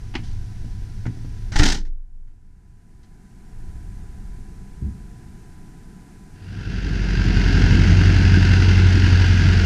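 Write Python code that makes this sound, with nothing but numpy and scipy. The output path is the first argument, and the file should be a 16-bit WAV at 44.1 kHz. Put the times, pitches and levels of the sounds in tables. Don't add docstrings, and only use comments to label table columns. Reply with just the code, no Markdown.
import sys
import numpy as np
from scipy import signal
from scipy.fft import rfft, irfft, next_fast_len
from scipy.io import wavfile
from scipy.ndimage import uniform_filter1d, minimum_filter1d, map_coordinates

SR = 44100
rng = np.random.default_rng(int(sys.argv[2]) if len(sys.argv) > 2 else 0)


def master_out(mix):
    frames = np.transpose(np.atleast_2d(mix))
    ceiling = np.clip(frames, -1, 1)
    pcm = np.round(ceiling * 32767).astype(np.int16)
    wavfile.write(sys.argv[1], SR, pcm)


N = 425565
TIME = np.arange(N) / SR

# time [s], firing rate [firings/s].
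IDLE_SPEED = [(6.3, 96.4), (7.5, 89), (7.9, 92), (8.6, 91.4), (9.65, 89.4)]
# time [s], distance [m].
LISTENER_DISTANCE = [(6.52, 2.16), (6.76, 1.15), (7.4, 1.43), (8.0, 1.79), (8.6, 2), (9.65, 2.5)]
# time [s], gain on the whole rumble mix [dB].
RUMBLE_LEVEL = [(6.7, -14.5), (7.45, -17), (7.72, -15), (8.05, -17), (9.3, -19.5)]
# level before reflection [dB], node position [m],
# reflected share [0-1].
THROB_STANDING_WAVE = (-15.5, 2.23, 0.5)
HUM_STANDING_WAVE = (-16.5, 1.22, 0.51)
CLATTER_DB = -27.5


def engine():
    firing_hz, = in_time(IDLE_SPEED)
    distance_m, = in_time(LISTENER_DISTANCE)
    rumble_db, = in_time(RUMBLE_LEVEL)
    cycles = np.cumsum(firing_hz) / len(CYLINDER_FIRINGS) / SR
    throb_db = standing_wave_db(THROB_STANDING_WAVE, firing_hz / 2, distance_m)
    hum_db = standing_wave_db(HUM_STANDING_WAVE, firing_hz, distance_m)
    return exhaust(cycles, throb_db, hum_db, rumble_db) + from_db(CLATTER_DB) * clatter(cycles)


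# exhaust strength [dB], knock strength [dB], extra pipe delay [s].
CYLINDER_FIRINGS = [(0, 1, 0), (-3, -10, .0025), (1, 3, .0005), (-2, -8, .003), (2, 3, 0), (0, -8, .001),
                    (-4, 1, .003), (0, -10, .0015)]
# multiple of the engine cycle rate, level among the lines [dB].
UNEVEN_LINES = [(3, -10.5), (5, -8), (6, -4.5), (7, -8), (9, -5.5), (10, -5), (11, -15), (12, -7),
                (14, -11.5), (15, -11.5), (17, -21.5), (18, -14)]
# frequency [Hz], relative density [dB per Hz].
EXHAUST_SPECTRUM = [(20, -22), (60, -18.5), (85, -6), (125, -11), (165, -9), (200, -9.5), (245, -16.5),
                    (320, -17.5), (400, -23.5), (490, -30), (555, -40), (700, -33.5), (1200, -57)]


def exhaust(cycles, throb_db, hum_db, rumble_db):
    throb = from_db(throb_db) * engine_line(cycles, 4, waver=0.05)
    hum = from_db(hum_db) * engine_line(cycles, 8, waver=0.05)
    uneven = sum(from_db(db) * engine_line(cycles, multiple, waver=0.14) for multiple, db in UNEVEN_LINES)
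    strength_db, _, delay_s = np.transpose(CYLINDER_FIRINGS)
    pulses = firings(cycles, strength_db, delay_s, spread_db=1.5, jitter_s=0.0007)
    puffs = bursts(pulses, decay_s=0.0057, rise_s=0.00093)
    gas = workshop(rms_one(pulses) + from_db(3.5) * puffs, wet_db=-1.5, t60_s=0.92)
    rumble = from_db(-6.0) * uneven + from_db(-2.0) * colour(gas, EXHAUST_SPECTRUM)
    return throb + hum + from_db(rumble_db) * rumble


# frequency [Hz], width [Hz], gain [dB].
BLOCK_RESONANCES = [(962, 57, 0), (1600, 140, 1.5), (2090, 110, 1.5), (2690, 100, -3.5), (4750, 210, 2)]
# frequency [Hz], relative density [dB per Hz].
CLATTER_SPECTRUM = [(350, -50.5), (600, -20), (642, -10.5), (952, -10.5), (1140, -15.5), (1430, -1),
                    (1570, -1), (2370, -9.5), (2710, -4.5), (3560, -12.5), (4800, -12), (6300, -17.5),
                    (7830, -31.5), (12800, -45), (15400, -54)]


def clatter(cycles):
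    knock_db = np.array(CYLINDER_FIRINGS)[:, 1]
    knock_clicks = firings(cycles, knock_db, 0, spread_db=1.8, jitter_s=0.0012)
    knocks = bursts(knock_clicks, decay_s=0.0055, rise_s=0.0012)
    tick_clicks = firings(cycles + 1 / 16, np.zeros(len(CYLINDER_FIRINGS)), 0, spread_db=3.0, jitter_s=0.0013)
    ticks = bursts(tick_clicks, decay_s=0.0061, rise_s=0.00068)
    ringing = sum(from_db(db) * resonate(knocks, hz, width_hz) for hz, width_hz, db in BLOCK_RESONANCES)
    fan = from_db(-7) * rng.standard_normal(N)
    near = knocks + ringing + from_db(-0.5) * ticks + fan
    return colour(workshop(near, wet_db=-1.5, t60_s=1.0), CLATTER_SPECTRUM)


def firings(cycles, pattern_db, delay_s, spread_db, jitter_s):
    at = np.flatnonzero(np.diff(np.floor(cycles * len(pattern_db))))
    strength, timing = np.clip(rng.standard_normal((len(at), 2)), -1.5, 1.5).T
    late = (np.resize(delay_s, len(at)) + jitter_s * timing) * SR
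    place = np.clip(at + late.astype(int), 0, N - 1)
    clicks = np.zeros(N)
    clicks[place] = from_db(np.resize(pattern_db, len(at)) + spread_db * strength)
    return clicks


def bursts(clicks, decay_s, rise_s):
    fall, rise = np.exp(-1 / (decay_s * SR)), np.exp(-1 / (rise_s * SR))
    envelope = signal.lfilter([1], [1, -fall - rise, fall * rise], clicks)
    return rms_one(envelope * rng.standard_normal(N))


def engine_line(cycles, multiple, waver):
    phase = 2 * np.pi * (multiple * cycles + rng.random())
    unsteady = drift(13) * np.sin(phase) + drift(12) * np.cos(phase)
    return np.sqrt(2) * (np.sin(phase) + waver * unsteady)


def standing_wave_db(wave, hz, distance_m):
    level_db, node_m, reflected = wave
    phase = 4 * np.pi * hz * (distance_m - node_m) / 343
    return level_db + 20 * np.log10(np.abs(1 - reflected * np.exp(1j * phase)))


def workshop(x, wet_db, t60_s):
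    tail = (rng.standard_normal(N) * dying(0.0035, t60_s, 0.0059))[:SR]
    wet = signal.fftconvolve(x, tail / np.linalg.norm(tail))[:N]
    return rms_one(x + from_db(wet_db) * wet)


# frequency [Hz], relative density [dB per Hz].
SHELL_SPECTRUM = [(65, 3.5), (115, 0.5), (165, -3), (200, 0), (240, -4), (300, 2), (350, -7.5), (420, -9.5),
                  (500, -19), (570, -24)]
LATCH_SPECTRUM = [(330, -45), (560, -17), (790, 0.5), (968, -4), (1120, -15.5), (1470, -1), (1640, -4),
                  (1870, -1.5), (2570, -13), (3000, -13.5), (3900, -37), (6600, -120)]
PARTS_SPECTRUM = [(1650, -31), (2800, -4.5), (3120, 0), (3400, -1), (5890, -0.5), (7610, -10), (8780, -15),
                  (10600, -29.5), (13100, -30.5), (15400, -43)]
# frequency [Hz], level against the blow [dB], T60 [s].
PANEL_MODES = [(83.5, -5.5, 0.17), (117, 3.5, 0.24), (169.9, -5.5, 0.21), (233.4, -7, 0.22),
               (278, -13, .33)]
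# frequency [Hz], level against the squeeze [dB], T60 [s].
BOOM_MODES = [(21.67, 13.5, 1.2), (18.5, 2.5, 1.7), (30.78, 1.5, 1), (55, 1, .9)]
SEAL_S, SEAL_DB = 1.56, -25.5


def door():
    shell, latch, parts = noise(SHELL_SPECTRUM), noise(LATCH_SPECTRUM), noise(PARTS_SPECTRUM)
    chatter = from_db(1.6 * drift(200))
    shaken, blows = np.zeros(N), np.zeros(N)
    for start_s, panel_db, thud_db, clack_db, rattle_db, t60_s in door_contacts(count=6):
        blows[round(start_s * SR)] = from_db(panel_db)
        shaken += from_db(thud_db - 5.5) * shell * dying(start_s, 2.09 * t60_s, 0.0038)
        bright = from_db(clack_db) * latch + from_db(rattle_db) * parts
        shaken += bright * chatter * dying(start_s, t60_s, 0.0012)
    panel = sum(from_db(db) * ring(blows, hz, t60_s) for hz, db, t60_s in PANEL_MODES)
    squeeze = np.zeros(N)
    squeeze[round(SEAL_S * SR)] = from_db(SEAL_DB)
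    squeeze[round(SLAM_BLOWS[0][0] * SR)] = 1
    boom = sum(from_db(db) * ring(squeeze, hz, t60_s) for hz, db, t60_s in BOOM_MODES)
    return shaken + panel - boom


# start [s], level before the mix [dB].
SLAM_BLOWS = [(1.595, -0.5), (1.619, -9.5)]
# start [s], level before the mix [dB].
HINGE_BUMPS = [(.192, -32.5), (.645, -32.5), (.82, -42), (1.063, -21), (1.173, -34), (1.248, -30)]
# start [s], clack [dB], rattle against the clack [dB],
# T60 [s].
TRIM_CLICKS = [(.235, -60, 7.5, 0.69), (1.054, -38, -25, .13), (1.519, -34.5, -4.5, .5),
               (1.557, -26.5, 0.5, 0.18), (1.588, -22.5, 6.5, 0.3), (1.85, -34, -3, 0.14),
               (2.272, -52.5, -9, .25), (3.029, -61.5, 10, .12)]
# panel [dB], thud [dB], clack [dB], rattle [dB], T60 [s].
BUMP_SHARES = (0, -3.5, -23, -27.5, 0.06)
SLAM_SHARES = (3.5, 14, 6, -1.5, 0.1021)
REBOUND_SHARES = (-8, -1.5, -2, 0.5, 0.1566)
CLICK_PANEL_DB, CLICK_THUD_DB = -2, 2
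REBOUND_DELAY_S, REBOUND_GAP_S, REBOUND_LOSS_DB = 0.037, 0.0222, 3


def door_contacts(count):
    bumps = [contact(start_s, db, BUMP_SHARES) for start_s, db in HINGE_BUMPS]
    clicks = [contact(start_s, db, (CLICK_PANEL_DB, CLICK_THUD_DB, 0, rattle_db, t60_s))
              for start_s, db, rattle_db, t60_s in TRIM_CLICKS]
    slams = [contact(start_s, db, SLAM_SHARES) for start_s, db in SLAM_BLOWS]
    first_s = SLAM_BLOWS[0][0] + REBOUND_DELAY_S
    rebounds = [contact(first_s + k * REBOUND_GAP_S, -k * REBOUND_LOSS_DB, REBOUND_SHARES)
                for k in range(count)]
    return bumps + clicks + slams + rebounds


def contact(start_s, db, shares):
    *shares_db, t60_s = shares
    return (start_s, *(db + np.array(shares_db)), t60_s)


# start [s], level [dB], T60 [s].
HANDLE_SNAPS = [(.138, -37, 0.24), (0.1522, -17, 0.042), (0.162, -39, 0.12)]
# frequency [Hz], relative density [dB per Hz].
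SNAP_SPECTRUM = [(120, -27), (200, 1), (309, 2), (566, -35), (752, -9), (1030, -13), (1330, -14.5),
                 (1990, -7), (2650, -12.5), (2880, -8), (3700, -21.5), (4450, -17), (11000, -52),
                 (14300, -83), (22000, -120)]


def handle():
    envelope = sum(from_db(db) * dying(start_s, t60_s, 0.00081) for start_s, db, t60_s in HANDLE_SNAPS)
    return noise(SNAP_SPECTRUM) * from_db(1.2 * drift(398)) * envelope


# start [s], level [dB], T60 [s].
FAR_DOOR_CONTACTS = [(4.817, -18.5, 0.21), (4.843, -26.5, 0.62)]
# frequency [Hz], relative density [dB per Hz].
FAR_THUD_SPECTRUM = [(21, -33), (35, -10), (70, 5.5), (139, -11), (205, -0.5), (245, -17), (371, -25),
                     (450, -40), (580, -72), (990, -120)]


def far_door():
    envelope = sum(from_db(db) * dying(start_s, t60_s, 0.0051) for start_s, db, t60_s in FAR_DOOR_CONTACTS)
    return noise(FAR_THUD_SPECTRUM) * envelope


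# crest time [s], crest level [dB].
RUMBLE_SWELLS = [(.35, -27), (1.65, -26), (3.9, -31), (5.05, -36)]
# frequency [Hz], relative density [dB per Hz].
RUMBLE_SPECTRUM = [(8.8, -30.5), (15, 1.5), (27, -1.5), (125, -13.5), (160, -46.5), (280, -120)]
DRONE_SPECTRUM = [(76, -34), (130, -2), (193, -0.5), (242, -9), (393, -14.5), (487, -23), (533, -37.5),
                  (560, -42), (730, -58), (1230, -120)]
FAN_SPECTRUM = [(310, -50), (520, -21), (574, -12), (731, 2), (944, -6.5), (985, -4.5), (1060, -16),
                (1170, -9.5), (1640, -3), (1840, -8), (2000, -8.5), (3240, -17), (6230, -14), (9670, -16),
                (15400, -31.5)]
OUTDOOR_SPECTRUM = [(75, 19), (103, 51), (135, 31), (165, 27), (260, 4.5), (550, -12), (1000, -4.5),
                    (1600, 5.5), (3000, 1), (6000, 4), (7500, -14), (12000, -20)]
SWELL_RISE_DB_PER_S, SWELL_FALL_DB_PER_S = 17, 8.5
DRONE_DB, FAN_DB, WHINE_DB, WHINE_HZ = -46, -58, -66.5, 1000
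OUTDOOR_OPEN_DB, OUTDOOR_SHUT_DB = -37.5, -64.5


def cabin():
    swells_db = []
    for crest_s, db in RUMBLE_SWELLS:
        rise_db, fall_db = SWELL_RISE_DB_PER_S * (crest_s - TIME), SWELL_FALL_DB_PER_S * (TIME - crest_s)
        swells_db.append(db - np.maximum(rise_db, fall_db))
    rumble = from_db(np.max(swells_db, axis=0)) * noise(RUMBLE_SPECTRUM)
    drone = from_db(DRONE_DB) * noise(DRONE_SPECTRUM)
    fan = from_db(FAN_DB) * noise(FAN_SPECTRUM)
    whine = from_db(WHINE_DB) * np.sqrt(2) * np.sin(2 * np.pi * WHINE_HZ * TIME)
    outdoor_db = np.where(TIME < SLAM_BLOWS[0][0], OUTDOOR_OPEN_DB, OUTDOOR_SHUT_DB)
    return rumble + drone + fan + whine + from_db(outdoor_db) * noise(OUTDOOR_SPECTRUM)


def from_db(db):
    return 10 ** (np.asarray(db) / 20)


def rms_one(x):
    return x / np.sqrt(np.mean(x ** 2) + 1e-20)


def in_time(rows):
    knots_s, *columns = np.transpose(rows)
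    return [np.interp(TIME, knots_s, column) for column in columns]


def colour(x, spectrum):
    hz, db = np.transpose(spectrum)
    size = next_fast_len(N)
    octave = np.log2(np.maximum(np.arange(size // 2 + 1) * SR / size, 1))
    beyond = np.abs(octave - np.clip(octave, np.log2(hz[0]), np.log2(hz[-1])))
    gain = from_db(np.interp(octave, np.log2(hz), db) - 48 * beyond)
    return rms_one(irfft(rfft(x, size) * gain, size)[:N])


def noise(spectrum):
    return colour(rng.standard_normal(N), spectrum)


def drift(knots_per_s):
    knots = rng.standard_normal(4000)
    return rms_one(map_coordinates(knots, [TIME * knots_per_s], order=2, mode="wrap"))


def resonate(x, hz, width_hz):
    r = np.exp(-np.pi * width_hz / SR)
    feedback = [1, -2 * r * np.cos(2 * np.pi * hz / SR), r * r]
    return signal.lfilter(np.array([1, 0, -1]) * (1 - r * r) / 2, feedback, x)


def ring(clicks, hz, t60_s):
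    r, w = from_db(-60 / (t60_s * SR)), 2 * np.pi * hz / SR
    return signal.lfilter([0, np.sin(w)], [1, -2 * r * np.cos(w), r * r], clicks + 1e-18)


def dying(start_s, t60_s, rise_s):
    age_s = np.maximum(TIME - start_s, 0)
    decay = np.exp(-np.minimum(np.log(1000) * age_s / t60_s, 40))
    return (1 - np.exp(-age_s / rise_s)) * decay


def gain_control(x, ceiling_db, hold_s, release_db_per_s):
    ahead = 220
    over_db = np.maximum(20 * np.log10(np.abs(np.roll(x, -ahead)) + 1e-9) - ceiling_db, 0)
    hold = int(hold_s * SR) | 1
    held_db = -minimum_filter1d(-over_db, hold, origin=hold // 2)
    release_db = release_db_per_s * TIME
    cut_db = np.maximum.accumulate(held_db + release_db) - release_db
    return x * from_db(-uniform_filter1d(cut_db, size=2 * ahead))


FADE_START_S, FADE_END_S, FADE_IN_POWER = 6.27, 7.6, 1.47


def scene():
    fade = np.interp(TIME, [FADE_START_S, FADE_END_S], [0, 1])
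    inside = cabin() + handle() + door() + far_door()
    inside = gain_control(inside, ceiling_db=0.7, hold_s=0.23, release_db_per_s=11.5)
    return ((1 - fade) * inside + fade ** FADE_IN_POWER * engine())[None]


CUTOFF_HZ = 15600


def record(dry):
    low_pass = signal.cheby2(14, 60, CUTOFF_HZ, fs=SR, output="sos")
    return signal.sosfilt(low_pass, np.clip(dry, -1, 1))


dry = scene()
out = record(dry)
master_out(out)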